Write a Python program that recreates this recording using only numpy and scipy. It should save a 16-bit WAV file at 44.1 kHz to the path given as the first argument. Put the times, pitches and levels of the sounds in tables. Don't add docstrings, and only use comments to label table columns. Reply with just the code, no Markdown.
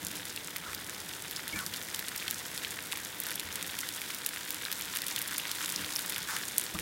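import sys
import numpy as np
from scipy import signal
from scipy.fft import rfft, irfft
from scipy.io import wavfile

SR = 44100
rng = np.random.default_rng(int(sys.argv[2]) if len(sys.argv) > 2 else 0)


def generate_wav(sig):
    pcm = np.round(np.clip(np.atleast_2d(sig).T, -1, 1) * 32767).astype(np.int16)
    wavfile.write(sys.argv[1], SR, pcm)


N = 300321
TIME = np.arange(N) / SR

# time_s, bubbling_gain_db, fizz_gain_db
BOILING = [(0, -45.5, -46), (.5, -47.5, -47.5), (.8, -47, -47.5), (1, -46, -46.5), (1.4, -45, -46),
           (1.75, -45, -44.5), (2.45, -45, -44), (3.1, -45, -46), (3.5, -44, -46), (3.67, -44, -43),
           (3.9, -43.5, -43.5), (4.3, -44.5, -44.5), (4.75, -43.5, -44), (5.05, -42, -43), (5.4, -42, -45),
           (5.6, -39.5, -39.5), (5.85, -42.5, -43), (6.0, -41, -39.5), (6.2, -42.5, -44),
           (6.55, -43.5, -42.5), (6.81, -46, -45.5)]


def undb(db):
    return 10 ** (np.asarray(db) / 20)


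def level(x, db):
    return x * undb(db) / np.sqrt(np.mean(x ** 2) + 1e-18)


def add(track, start_s, sound):
    start = max(int(start_s * SR), 0)
    part = sound[:max(N - start, 0)]
    track[start:start + len(part)] += part


def colour(x, points):
    size = 4096
    hz, db = np.transpose(points)
    bins_hz = np.maximum(np.fft.rfftfreq(size, 1 / SR), 1)
    skirt = np.maximum(np.log(hz[0] / bins_hz), 0) + np.maximum(np.log(bins_hz / hz[-1]), 0)
    log_gain = np.log(undb(np.interp(np.log(bins_hz), np.log(hz), db)))
    cepstrum = irfft(log_gain - 2 * np.minimum(skirt, 2))
    cepstrum[1:size // 2] *= 2
    cepstrum[size // 2 + 1:] = 0
    return signal.fftconvolve(x, irfft(np.exp(rfft(cepstrum))))[:len(x)]


def resonate(x, hz, width_hz):
    hz, width_hz = min(hz, .42 * SR), min(width_hz, .42 * SR)
    return signal.lfilter(*signal.iirpeak(hz, hz / width_hz, fs=SR), x)


def resonate_twice(x, hz, width_hz):
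    return resonate(resonate(x, hz, width_hz), hz, width_hz)


def drift(knots_per_s):
    knots = rng.standard_normal(N // 100)
    return np.interp(TIME * knots_per_s, np.arange(len(knots)), knots)


def burner_rumble():
    # frequency_hz, gain_db
    spectrum = [(25, -44), (45, -6.5), (70, -7.5), (130, -0.5), (230, 0.5), (400, 0), (560, -4.5),
                (780, -3.5), (1000, -12.5), (2000, -9.5)]
    # centre_hz, width_hz, gain_db
    hollows = [(89.4, 20, 3), (172, 25, -1.5), (300.5, 11, 5), (502, 22, 0.5), (617, 20, -6.5),
               (902, 62, 4)]
    # time_s, level_db
    loudness = [(0, -50.5), (3.6, -50.5), (4, -52), (5.4, -51), (6, -50)]
    rumble = colour(rng.standard_normal(N), spectrum)
    rumble = rumble + sum(undb(db) * resonate(rumble, hz, width_hz) for hz, width_hz, db in hollows)
    return level(rumble, 0) * undb(np.interp(TIME, *np.transpose(loudness)))


def scatter(impulses, smear_db):
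    smear = (0.00089, smear_db)
    trail = (0.0016, -8.5)
    energy = 0
    for fade_s, db in (smear, trail):
        decay = np.exp(-1 / (fade_s * SR))
        energy = energy + undb(db) ** 2 * signal.lfilter([0, 1 - decay], [1, -decay], impulses ** 2 + 1e-18)
    return impulses + np.sqrt(energy) * rng.standard_normal(len(impulses))


def burst(push, hz, q):
    ring = resonate_twice(push, hz, hz / q)
    return signal.sosfilt(signal.butter(2, min(hz / 2, 1000), "high", fs=SR, output="sos"), ring)


def crackle(low_hz, high_hz, per_s, spread_db, range_db, q, bands):
    out = np.zeros(N)
    for hz in np.geomspace(low_hz, high_hz, bands):
        bursting = rng.random(N) < per_s / bands / SR
        sizes = rng.exponential(size=N // 50)[:bursting.sum()]
        impulses = np.zeros(N)
        impulses[bursting] = undb(spread_db * sizes % range_db)
        out += level(burst(scatter(impulses, smear_db=-2.0), hz, q), 0)
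    return level(out, 0)


def sizzle():
    # frequency_hz, gain_db
    bubbling_spectrum = [(700, -18.5), (950, 5), (1150, 1), (1500, 4.5), (1850, 3), (2600, -2), (3100, -1),
                         (3600, 2), (4200, -4), (5300, -5.5), (7500, -21)]
    # time_s, gain_db
    deep_emphasis = [(0, 0), (2.3, 0.8), (4, .5), (4.8, -0.4), (5.6, -2), (6.3, -.3)]
    # frequency_hz, gain_db
    fizz_spectrum = [(2000, -13.5), (5000, -0.5), (7000, 1.5), (9500, 1.8), (12000, 1), (15800, -0.5)]
    bubbles = crackle(1780, 5500, per_s=1800, spread_db=5.0, range_db=22.5, q=0.63, bands=10)
    wet_hiss = undb(-1.4) * rng.standard_normal(N)
    bubbling = level(colour(bubbles + wet_hiss, bubbling_spectrum), 0)
    deep_gain = undb(np.interp(TIME, *np.transpose(deep_emphasis)))
    bubbling = bubbling + (deep_gain - 1) * resonate(bubbling, hz=1850, width_hz=830)
    spray = crackle(3230, 16000, per_s=950, spread_db=6.0, range_db=27.0, q=0.73, bands=6)
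    fine_hiss = undb(-2.0) * rng.standard_normal(N)
    fizz = level(colour(spray + fine_hiss, fizz_spectrum), 0.72)
    time_s, bubbling_gain_db, fizz_gain_db = np.transpose(BOILING)
    bubbling *= undb(np.interp(TIME, time_s, bubbling_gain_db))
    fizz *= undb(np.interp(TIME, time_s, fizz_gain_db))
    surge_db = 0.95 * drift(knots_per_s=20)
    return (bubbling + fizz) * undb(surge_db)


def pan_nudges():
    # start_s, length_s, level_db, lean_db_per_octave
    shoves = [(0.019, 0.036, -45.5, -0.5), (.675, .03, -53, 12.5), (1.521, 0.024, -40, 1),
              (1.653, 0.066, -51.5, 1.5), (3.44, 0.028, -49, 8), (3.56, 0.082, -55, -7),
              (5.759, 0.063, -46.5, -1), (6.738, .008, -31.5, 3), (6.76, .025, -45, 4)]
    # pitch_hz, width_hz, relative_db
    modes = [(63, 29, -11.5), (85, 11, -5), (187, 44, 0.5), (312, 78, -5.5), (448, 280, -7)]
    out = np.zeros(N)
    t = TIME[:SR // 2]
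    for start_s, length_s, level_db, lean in shoves:
        judder = rng.standard_normal(len(t))
        boom = sum(level(resonate_twice(judder, hz, width_hz), relative_db - lean * np.log2(hz))
                   for hz, width_hz, relative_db in modes)
        boom *= np.minimum(t / 0.0026, 1) * np.exp(-np.maximum(t - length_s, 0) / 0.046)
        power = np.sum(boom ** 2) / (length_s * SR)
        add(out, start_s, undb(level_db) * boom / np.sqrt(power))
    return out


def pop(snap_db, ring_db, ring_hz, snap_hz):
    push = scatter(signal.unit_impulse(SR // 50), smear_db=-7)
    echo_s = 0.000931 * np.exp(0.13 * rng.standard_normal())
    wall_echo = np.zeros(len(push))
    wall_echo[int(echo_s * SR)] = undb(-6.5) * np.linalg.norm(push)
    wetness = np.clip((ring_db - snap_db) / 12, -.5, 1.4)
    ring_width_hz, snap_width_hz = 3200 / 2 ** wetness, 8600
    ring = burst(push + wall_echo, ring_hz, q=ring_hz / ring_width_hz)
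    snap = burst(push, snap_hz, q=snap_hz / snap_width_hz)
    snap = signal.sosfilt(signal.butter(2, snap_hz / 2, "high", fs=SR, output="sos"), snap)
    to_millisecond = np.sqrt(0.001 * SR / len(push))
    return to_millisecond * (level(snap, snap_db + 2) + level(ring, ring_db + 0.5))


def loud_pops():
    # start_s, snap_gain_db, ring_gain_db, ring_hz, snap_hz
    bubbles = [(.049, -27.5, -39, 5500, 8800), (.068, -26, -28, 5000, 7700),
               (.155, -37, -34.5, 3400, 11500), (.254, -33, -35, 4000, 9000),
               (.362, -29.5, -30, 4400, 9000), (.375, -49, -29, 2900, 9000), (.474, -32, -42, 2800, 7000),
               (.562, -35, -27.5, 2190, 10000), (.566, -28.5, -36, 3500, 12500),
               (.732, -37, -30.5, 1690, 9000), (.748, -30, -31, 4400, 13000),
               (.896, -30.5, -36, 2000, 7500), (.965, -48, -38, 1750, 8000), (1.092, -37, -34, 3600, 9000),
               (1.136, -45, -33, 3200, 10000), (1.311, -30, -33, 3900, 13000),
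               (1.363, -32, -27, 4830, 7000), (1.369, -45, -32, 5200, 7000),
               (1.479, -30.5, -31.5, 3400, 11500), (1.590, -33, -30.5, 3300, 10500),
               (1.664, -31, -26.5, 4760, 9000), (1.739, -33.5, -28.5, 3500, 10000),
               (1.762, -34, -35, 4400, 11000), (1.946, -32, -27.5, 3560, 10500),
               (1.993, -26, -29, 2700, 15000), (2.026, -50, -33, 1860, 9000),
               (2.084, -27.5, -28, 4100, 8000), (2.157, -49, -32, 1820, 9000),
               (2.162, -28, -36, 2800, 15000), (2.225, -50, -31, 2400, 9000), (2.28, -33, -24, 3300, 12000),
               (2.283, -36, -30, 1960, 7500), (2.310, -23, -28.5, 3600, 11500),
               (2.577, -28.5, -26, 4270, 8000), (2.648, -36, -23.5, 3050, 6000),
               (2.789, -53, -28.5, 1870, 9000), (2.9227, -28, -23.5, 3420, 6500),
               (2.929, -30, -27, 2590, 8500), (2.933, -45, -31, 1250, 8000),
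               (2.973, -32.5, -33, 1900, 12000), (3.202, -24.5, -41, 3000, 12000),
               (3.267, -30, -35.5, 3100, 13000), (3.307, -30.5, -31, 3900, 10000),
               (3.316, -34, -30.5, 2100, 10000), (3.357, -27, -34, 4200, 11500),
               (3.397, -26.5, -26.5, 3700, 8500), (3.557, -26.5, -32, 3500, 10000),
               (3.611, -40, -32.5, 2700, 9000), (3.627, -27.5, -31, 2600, 7800),
               (3.789, -29, -29, 3640, 13500), (3.832, -47, -29, 1730, 9000),
               (3.889, -29, -27.5, 4000, 9500), (4.017, -32.5, -29, 2600, 10500),
               (4.104, -35, -30, 2300, 10000), (4.147, -30, -31, 5000, 10500),
               (4.263, -20.5, -26, 3500, 10000), (4.29, -28.5, -33, 3800, 9300),
               (4.361, -37, -30, 2040, 9000), (4.506, -25, -30.5, 4300, 14000),
               (4.545, -29.5, -37, 4100, 10000), (4.652, -33, -25.5, 3900, 8500),
               (4.716, -28, -29, 3300, 11500), (4.727, -25.5, -28.5, 4200, 14500),
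               (4.811, -30, -31.5, 3300, 13500), (4.953, -28.5, -41, 3600, 14500),
               (4.961, -29.5, -30, 3600, 10500), (4.971, -25, -28.5, 2600, 12000),
               (5.019, -29, -28, 4500, 12500), (5.067, -27, -30.5, 4000, 10500),
               (5.083, -28, -34, 3400, 10700), (5.162, -26, -25, 3430, 10500),
               (5.181, -47, -27.5, 3020, 10000), (5.19, -27, -34, 3900, 12000),
               (5.217, -26.5, -33, 3100, 12000), (5.225, -30.5, -40, 3600, 12000),
               (5.382, -22.5, -29, 3300, 9800), (5.398, -44, -28, 3000, 9000),
               (5.515, -27, -27.5, 3600, 12500), (5.659, -28.5, -27, 3600, 8500),
               (5.692, -29, -32, 3300, 12000), (5.723, -26, -35, 3000, 8000), (5.761, -27, -24, 5700, 6950),
               (5.846, -38, -28, 3930, 7000), (5.955, -28, -42, 2300, 11500),
               (5.961, -36, -20.5, 5350, 8000), (5.967, -26.5, -34, 3300, 10500),
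               (5.992, -26, -27, 4730, 8500), (6.097, -25.5, -35, 3700, 11600),
               (6.162, -32, -26, 1960, 11000), (6.181, -28.5, -38, 2800, 11000),
               (6.366, -29, -27.5, 2210, 9000), (6.582, -14.5, -29.5, 3200, 10600),
               (6.597, -26, -33, 3100, 10000), (6.613, -27, -31, 3900, 9500),
               (6.639, -29.5, -40, 3300, 10000), (6.789, -33, -27, 1990, 10100)]
    longest_lag_s, neighbour_db = 0.019, -22
    out = np.zeros(N)
    lags_s = longest_lag_s * rng.random(len(bubbles))
    for (start_s, *bubble), lag_s in zip(bubbles, lags_s):
        add(out, start_s, pop(*bubble))
        add(out, start_s + lag_s, undb(neighbour_db) * pop(*bubble))
    return out


def sputter():
    pops_per_s = 17
    out = np.zeros(N)
    time_s, bubbling_gain_db, _ = np.transpose(BOILING)
    gap, dryness, size, film = rng.random((N // 1000, 4)).T
    starts_s = np.cumsum(2 * gap) / pops_per_s
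    gains_db = np.interp(starts_s, time_s, bubbling_gain_db) + 4
    tilts_db = 6 * (2 * dryness - 1)
    rings_hz = 5470 * (1750 / 5470) ** size
    snaps_hz = 14000 * (6500 / 14000) ** film
    for start_s, db, tilt_db, ring_hz, snap_hz in zip(starts_s, gains_db, tilts_db, rings_hz, snaps_hz):
        if start_s < TIME[-1]:
            add(out, start_s, pop(db + tilt_db, db - tilt_db, ring_hz, snap_hz))
    return out


def contact(t, length_s, rise_s, fall_s):
    return np.clip(t / rise_s, 0, 1) * np.clip(1 - (t - length_s) / fall_s, 0, 1)


def tong_squeaks():
    # start_s, length_s, level_db, start_hz, end_hz
    squeaks = [(0.656, 0.011, -40.5, 1450, 1400), (0.681, 0.0075, -38.5, 1650, 1690),
               (1.525, 0.015, -35, 2260, 2200), (1.533, .060, -45, 1730, 1756),
               (1.547, 0.03, -38.5, 2380, 2280), (1.587, 0.018, -38, 1540, 1466),
               (1.604, 0.027, -49, 1110, 1074), (6.291, 0.013, -41, 1820, 1830),
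               (6.302, 0.02, -44, 1570, 1530), (6.313, 0.048, -45, 910, 937)]
    out = np.zeros(N)
    t = TIME[:SR // 8]
    for start_s, length_s, level_db, start_hz, end_hz in squeaks:
        waver = 0.026 * drift(knots_per_s=350)[:len(t)]
        flutter_db = 2.5 * drift(knots_per_s=220)[:len(t)]
        pitch_hz = np.interp(t, [0, length_s], [start_hz, end_hz]) * (1 + waver)
        tone = np.sin(2 * np.pi * np.cumsum(pitch_hz) / SR)
        pressure = contact(t, length_s, rise_s=0.0094, fall_s=0.0085)
        add(out, start_s, undb(level_db + flutter_db) * pressure * tone)
    return out


def tong_rubs():
    # start_s, length_s, gain_db, centre_hz, width_hz
    scrapes = [(0.66, 0.047, -47, 1250, 1000), (1.557, 0.08, -45, 1490, 1300),
               (6.283, 0.022, -37, 1560, 1100), (6.305, 0.065, -41.3, 1450, 1560),
               (6.746, .011, -41.5, 1170, 520)]
    catch_spread_db = 4
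    out = np.zeros(N)
    t = TIME[:SR // 4]
    for start_s, length_s, gain_db, centre_hz, width_hz in scrapes:
        pressure = contact(t, length_s, rise_s=0.0023, fall_s=0.017)
        catches = rng.standard_normal(len(t)) * undb(catch_spread_db * rng.standard_normal(len(t)))
        tone = level(resonate_twice(catches, centre_hz, width_hz), 0)
        rasp = level(resonate(catches, hz=4600, width_hz=6000), 0.8) * width_hz / centre_hz
        add(out, start_s, undb(gain_db) * pressure * (tone + rasp))
    return signal.sosfilt(signal.butter(6, 820, "high", fs=SR, output="sos"), out)


def room(x, wet_db, t60_s):
    t = TIME[:SR // 2]
    tail = rng.standard_normal(len(t)) * np.exp(-np.log(1000) * t / t60_s) * (t > .002)
    tail = resonate(tail, hz=3000, width_hz=16000)
    return x + undb(wet_db) * signal.fftconvolve(x, tail / np.linalg.norm(tail))[:N]


def scene():
    rumble = burner_rumble()
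    pan = sizzle() + tong_rubs() + tong_squeaks() + pan_nudges() + loud_pops() + sputter()
    return (room(pan, wet_db=-23.5, t60_s=0.22) + rumble)[None]


def record(dry):
    cutoff_hz = 15900
    return signal.sosfilt(signal.ellip(8, .2, 70, cutoff_hz, fs=SR, output="sos"), dry)


dry = scene()
out = record(dry)
generate_wav(out)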